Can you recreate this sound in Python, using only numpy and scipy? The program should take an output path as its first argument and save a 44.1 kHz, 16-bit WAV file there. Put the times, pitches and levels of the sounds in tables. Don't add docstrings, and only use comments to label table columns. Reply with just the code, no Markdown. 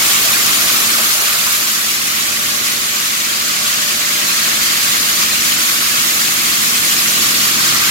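import sys
import numpy as np
from scipy import signal
from scipy.fft import rfft, irfft
from scipy.io import wavfile
from scipy.ndimage import map_coordinates

SR = 44100
rng = np.random.default_rng(int(sys.argv[2]) if len(sys.argv) > 2 else 0)


def pcm_store(signal):
    levels = np.round(np.clip(np.atleast_2d(signal), -1, 1) * 32767)
    wavfile.write(sys.argv[1], SR, levels.astype(np.int16).T)


N = 348390
TIME = np.arange(N) / SR
BINS = np.maximum(np.arange(N // 2 + 1) * SR / N, 1)


# (time [s], level [dB], sizzle [dB], wall clatter [dB])
FLAKE_FADERS = [(0.0, -15, -2.5, -6), (1.05, -16, -2.2, -5), (1.6, -18, -2, -5.5), (2.1, -18.5, -3.5, -6),
                (3.2, -18, -4.5, -6), (3.8, -17, -5, -6.5), (4.8, -15.5, -4.5, -6), (6.3, -16.5, -3, -5.5),
                (7.3, -15, -4, -6.5), (7.9, -15, -4.5, -4.5)]
def flakes():
    level_db, sizzle_db, clatter_db = in_time(FLAKE_FADERS)
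    far = from_db(2.5) * hail(sizzle_db + 4.5, clatter_db + 6.5)
    ticks = clinks(per_s=600, spread_db=3, t60=0.048, low_hz=1508, high_hz=12970)
    near = from_db(1.4 * sizzle_db - 4) * ticks
    pan = from_db([[-.25], [.25]])
    return from_db(level_db + flow_db()) * (far + near) * pan


# (frequency [Hz], gain [dB])
HAIL_EQ = [(700, -27), (960, -10), (1120, 0.2), (1700, -2.3), (2300, -0.66), (3600, -0.74), (4500, 0),
           (5700, -2), (7000, 0), (7800, -3.5), (10000, -6), (12200, -3.5), (14000, -6), (15800, -10)]
def hail(sizzle_db, clatter_db):
    strikes = rms_one(impacts(per_s=18000, spread_db=3))
    air = from_db(2.5) * rng.standard_normal((2, N))
    ringing = from_db(-5) * clinks(per_s=950, spread_db=1.5, t60=0.061, low_hz=998, high_hz=7573)
    spectrum = rfft(at_ports(strikes + air + ringing, HAIL_EQ))
    clump_db = 0.44 * drift(25)
    edges = np.r_[0, np.geomspace(1400, 16000, 12)[:-1], SR]
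    out = 0
    for low, high in zip(edges, edges[1:]):
        band = irfft(spectrum * ((BINS >= low) & (BINS < high)), N)
        beam = np.interp(low, [4500, 9000, 13000], [0, .9, 1.4])
        wall = np.interp(low, [1400, 2700], [1, 0])
        flicker_db = 0.82 * drift(28)
        out = out + band * from_db(clump_db + flicker_db + beam * sizzle_db + wall * clatter_db)
    return out


def impacts(per_s, spread_db):
    sizes = from_db(spread_db * np.minimum(rng.exponential(1, (2, N)), 5))
    signs = rng.choice([-1, 1], (2, N))
    return sizes * signs * (rng.random((2, N)) < per_s / SR)


def clinks(per_s, spread_db, t60, low_hz, high_hz):
    start, pitch, size, left, right = rng.random((int(per_s * N / SR), 5)).T[:, :, None]
    age = np.arange(1100) / SR
    envelope = from_db(-spread_db * np.log(np.maximum(size, .05)) - 60 * age / t60)
    hz = low_hz * (high_hz / low_hz) ** np.sqrt(pitch)
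    samples = ((start * N).astype(int) + np.arange(len(age))).ravel()
    channels = []
    for phase in (left, right):
        rings = envelope * np.sin(2 * np.pi * (hz * age + phase))
        channels.append(np.bincount(samples, rings.ravel(), N)[:N])
    return rms_one(np.array(channels))


# (time [s], boost [dB])
CLUMP_CUES = [(.14, 1.2), (1.54, 1.4), (2.2, 1.2), (2.68, 1.4), (3.68, 1.2), (4.46, 0), (4.7, 0),
              (7.66, 1.2)]
def flow_db(throb_hz=5.03, throb_db=0.28, crest_s=0.114):
    throb = throb_db * np.cos(2 * np.pi * throb_hz * (TIME - crest_s))
    return throb + sum(boost_db * swell(s, half_s=0.037) for s, boost_db in CLUMP_CUES)


# (time [s], decay [s], level [dB])
SLAP_CUES = [(1.465, 0.0091, -20.5), (4.479, 0.0013, -18)]
# (frequency [Hz], gain [dB])
PALM_EQ = [(700, -27), (1100, 4), (1500, -1), (2100, -11), (3500, -12), (8000, -40)]
def palm():
    envelope = 0
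    for start_s, decay_s, level_db in SLAP_CUES:
        age = np.maximum(TIME - start_s, 0) / decay_s
        envelope = envelope + from_db(level_db) * age * np.exp(1 - age)
    return envelope * at_ports(rng.standard_normal((2, N)), PALM_EQ)


# (time [s], level [dB])
DUCT_FADER = [(0, -34.5), (1.2, -34.5), (1.8, -39), (3.6, -38.5), (4.5, -35.5), (5.5, -37.5), (6.6, -37),
              (7.9, -39)]
# (frequency [Hz], gain [dB])
DUCT_EQ = [(250, -15), (400, -5.5), (500, -4), (630, 1.5), (780, -1.5), (920, -1.5), (1200, -13),
           (2000, -38)]
def duct_air():
    level_db, = in_time(DUCT_FADER)
    puff_db = 6 * swell(0.295, half_s=0.038)
    return from_db(level_db + .5 + puff_db) * rush(DUCT_EQ, lumpy_db=1.5)


# (time [s], level [dB])
DRONE_FADER = [(0.0, -32.5), (1.0, -35.5), (1.25, -39), (2.3, -36.5), (3.1, -36.9), (4.5, -34),
               (6.6, -33.5), (7.5, -31), (7.9, -33)]
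# (frequency [Hz], gain [dB])
CASING_EQ = [(15, -42), (30, -27), (45, -8), (65, -5), (100, -4.5), (160, -1), (200, -0.5), (270, 2),
             (350, 0), (480, -10), (800, -31)]
# (harmonic [number], level [dB])
BLOWER_PARTIALS = [(1, -21), (2, -14), (4, -3), (5, -1), (6, -9), (7, -8), (8, -4.5), (10, -12), (11, -10),
                   (12, -14.5), (15, -14.5), (16, -11), (17, -23), (18, -13), (19, -6)]
# (time [s], level [dB])
THIRD_FADER = [(0.0, -46), (1.3, -58), (2.5, -46), (3.3, -54), (4.4, -55), (4.9, -54), (5.7, -55),
               (7.2, -47), (7.6, -40), (7.9, -40.5)]
def blower_drone(in_stream, turn_hz=43.03):
    drone_db, = in_time(DRONE_FADER)
    third_db, = in_time(THIRD_FADER)
    rumble = from_db(drone_db - 3.5 - 2.5 * in_stream) * rush(CASING_EQ, lumpy_db=1.4)
    hum = shaft(turn_hz, BLOWER_PARTIALS, wander=0.00039, waver_db=0.44, apart_rad=0.51)
    third = shaft(turn_hz, [(3, 0)], wander=0.00058, waver_db=0, apart_rad=0.37)
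    return rumble + from_db(drone_db - 7 - 3.5 * in_stream) * hum + from_db(third_db) * third


# (time [s], level [dB])
DRUM_FADER = [(0.0, -41.2), (0.9, -36.5), (1.3, -45), (2.1, -42.5), (3.6, -49.5), (5.0, -44.5), (7.4, -45),
              (7.9, -41)]
# (harmonic [number], level [dB])
DRUM_PARTIALS = [(13, -14), (14, -13.5), (25, -10), (26, -26), (31, -7.5), (32, 1), (37, -8.5), (38, -26),
                 (43, -6), (44, -15), (45, -8.5), (51, -11.5), (56, -12.5), (57, -6.5), (88, -18),
                 (102, -19)]
def drum_hum(turn_hz=7.14):
    level_db, = in_time(DRUM_FADER)
    hum = shaft(turn_hz, DRUM_PARTIALS, wander=0.00042, waver_db=0.3, apart_rad=0.86)
    return from_db(level_db - 0.6) * hum


# (time [s], level [dB])
WHINE_FADER = [(0, -58), (1.85, -54), (2.35, -43), (2.65, -42.5), (3.15, -55), (3.45, -41.5), (4.2, -39.5),
               (4.4, -47), (7.2, -51), (7.9, -48)]
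# (harmonic [number], level [dB])
MOTOR_PARTIALS = [(4, -10), (6, -16), (24, 4.5)]
def motor_whine(turn_hz=24.88):
    level_db, = in_time(WHINE_FADER)
    whine = shaft(turn_hz, MOTOR_PARTIALS, wander=0.00029, waver_db=0.4, apart_rad=0.15)
    return from_db(level_db - 4) * whine


def draught(in_stream, level_db=-42, fall_db=26):
    low_band = signal.butter(2, [85, 222], "band", fs=SR, output="sos")
    buffeting = rms_one(signal.sosfilt(low_band, rng.standard_normal((2, N))))
    gust_db = 1.5 * np.array([drift(8), drift(8)])
    return buffeting * from_db(level_db - fall_db * (1 - in_stream) + gust_db)


def shaft(turn_hz, partials, wander, waver_db, apart_rad):
    turns = turn_hz * np.cumsum(1 + wander * drift(0.47)) / SR
    out = 0
    for harmonic, level_db in partials:
        apart = apart_rad * drift(0.26) * np.array([[.5], [-.5]])
        tone = np.sin(2 * np.pi * (harmonic * turns + rng.random()) + apart)
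        out = out + np.sqrt(2) * from_db(level_db + waver_db * drift(1)) * tone
    return out


def rush(eq, lumpy_db):
    return at_ports(rng.standard_normal((2, N)), eq) * from_db(lumpy_db * drift(13))


# (frequency [Hz], left-right likeness [0-1])
STEREO_LIKENESS = [(50, 0.74), (300, 1), (650, 0.5), (1000, 0.38), (1550, 0.45), (2400, 0.02), (4000, 0.15),
                   (8000, 0), (16000, 0)]
def at_ports(pair, eq):
    shared, separate = rfft(pair) * from_db(over_hz(eq))
    alike = over_hz(STEREO_LIKENESS)
    left = alike * shared + np.sqrt(1 - alike ** 2) * separate
    return rms_one(irfft(np.array([left, shared]), N))


# (time [s], delay [ms])
LEFT_DELAY = [(0, 0.2), (1.2, 0.2), (3, 0.405), (6.8, 0.412), (7.9, 0.19)]
def turning(pair):
    left, right = pair
    delay_ms, = in_time(LEFT_DELAY)
    delayed = map_coordinates(left, [(TIME - delay_ms / 1000) * SR], order=5, mode="mirror")
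    return np.array([delayed, right])


def drift(rate_hz):
    hop, run_in = 40, 2000
    pole = np.exp(-2 * np.pi * rate_hz * hop / SR)
    noise = rng.standard_normal(N // hop + run_in + 2)
    slow = signal.lfilter([1], [1, -2 * pole, pole * pole], noise)[run_in:]
    return np.interp(np.arange(N) / hop, np.arange(len(slow)), rms_one(slow))


def swell(centre_s, half_s):
    return np.exp(-((TIME - centre_s) / half_s) ** 2)


def in_time(rows):
    times, *columns = np.transpose(rows)
    return [np.interp(TIME, times, column) for column in columns]


def over_hz(points):
    hz, value = np.transpose(points)
    return np.interp(np.log(BINS), np.log(hz), value)


def from_db(db):
    return 10 ** (np.asarray(db) / 20)


def rms_one(x):
    return x / np.sqrt(np.mean(x ** 2) + 1e-20)


def scene():
    leave_s, leave_takes_s = 1.4, 0.56
    in_stream = np.clip(1 - (TIME - leave_s) / leave_takes_s, 0, 1)
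    chute = flakes() + palm() + duct_air()
    machine = blower_drone(in_stream) + drum_hum() + motor_whine()
    shade_db = -2.5 * swell(1.27, half_s=0.17)
    return turning(chute + from_db(shade_db) * machine) + draught(in_stream)


def record(dry, ceiling=0.95, cutoff_hz=15850):
    rounded = dry / (1 + np.abs(dry / ceiling) ** 6) ** (1 / 6)
    return irfft(rfft(rounded) / np.sqrt(1 + (BINS / cutoff_hz) ** 600), N)


dry = scene()
out = record(dry)
pcm_store(out)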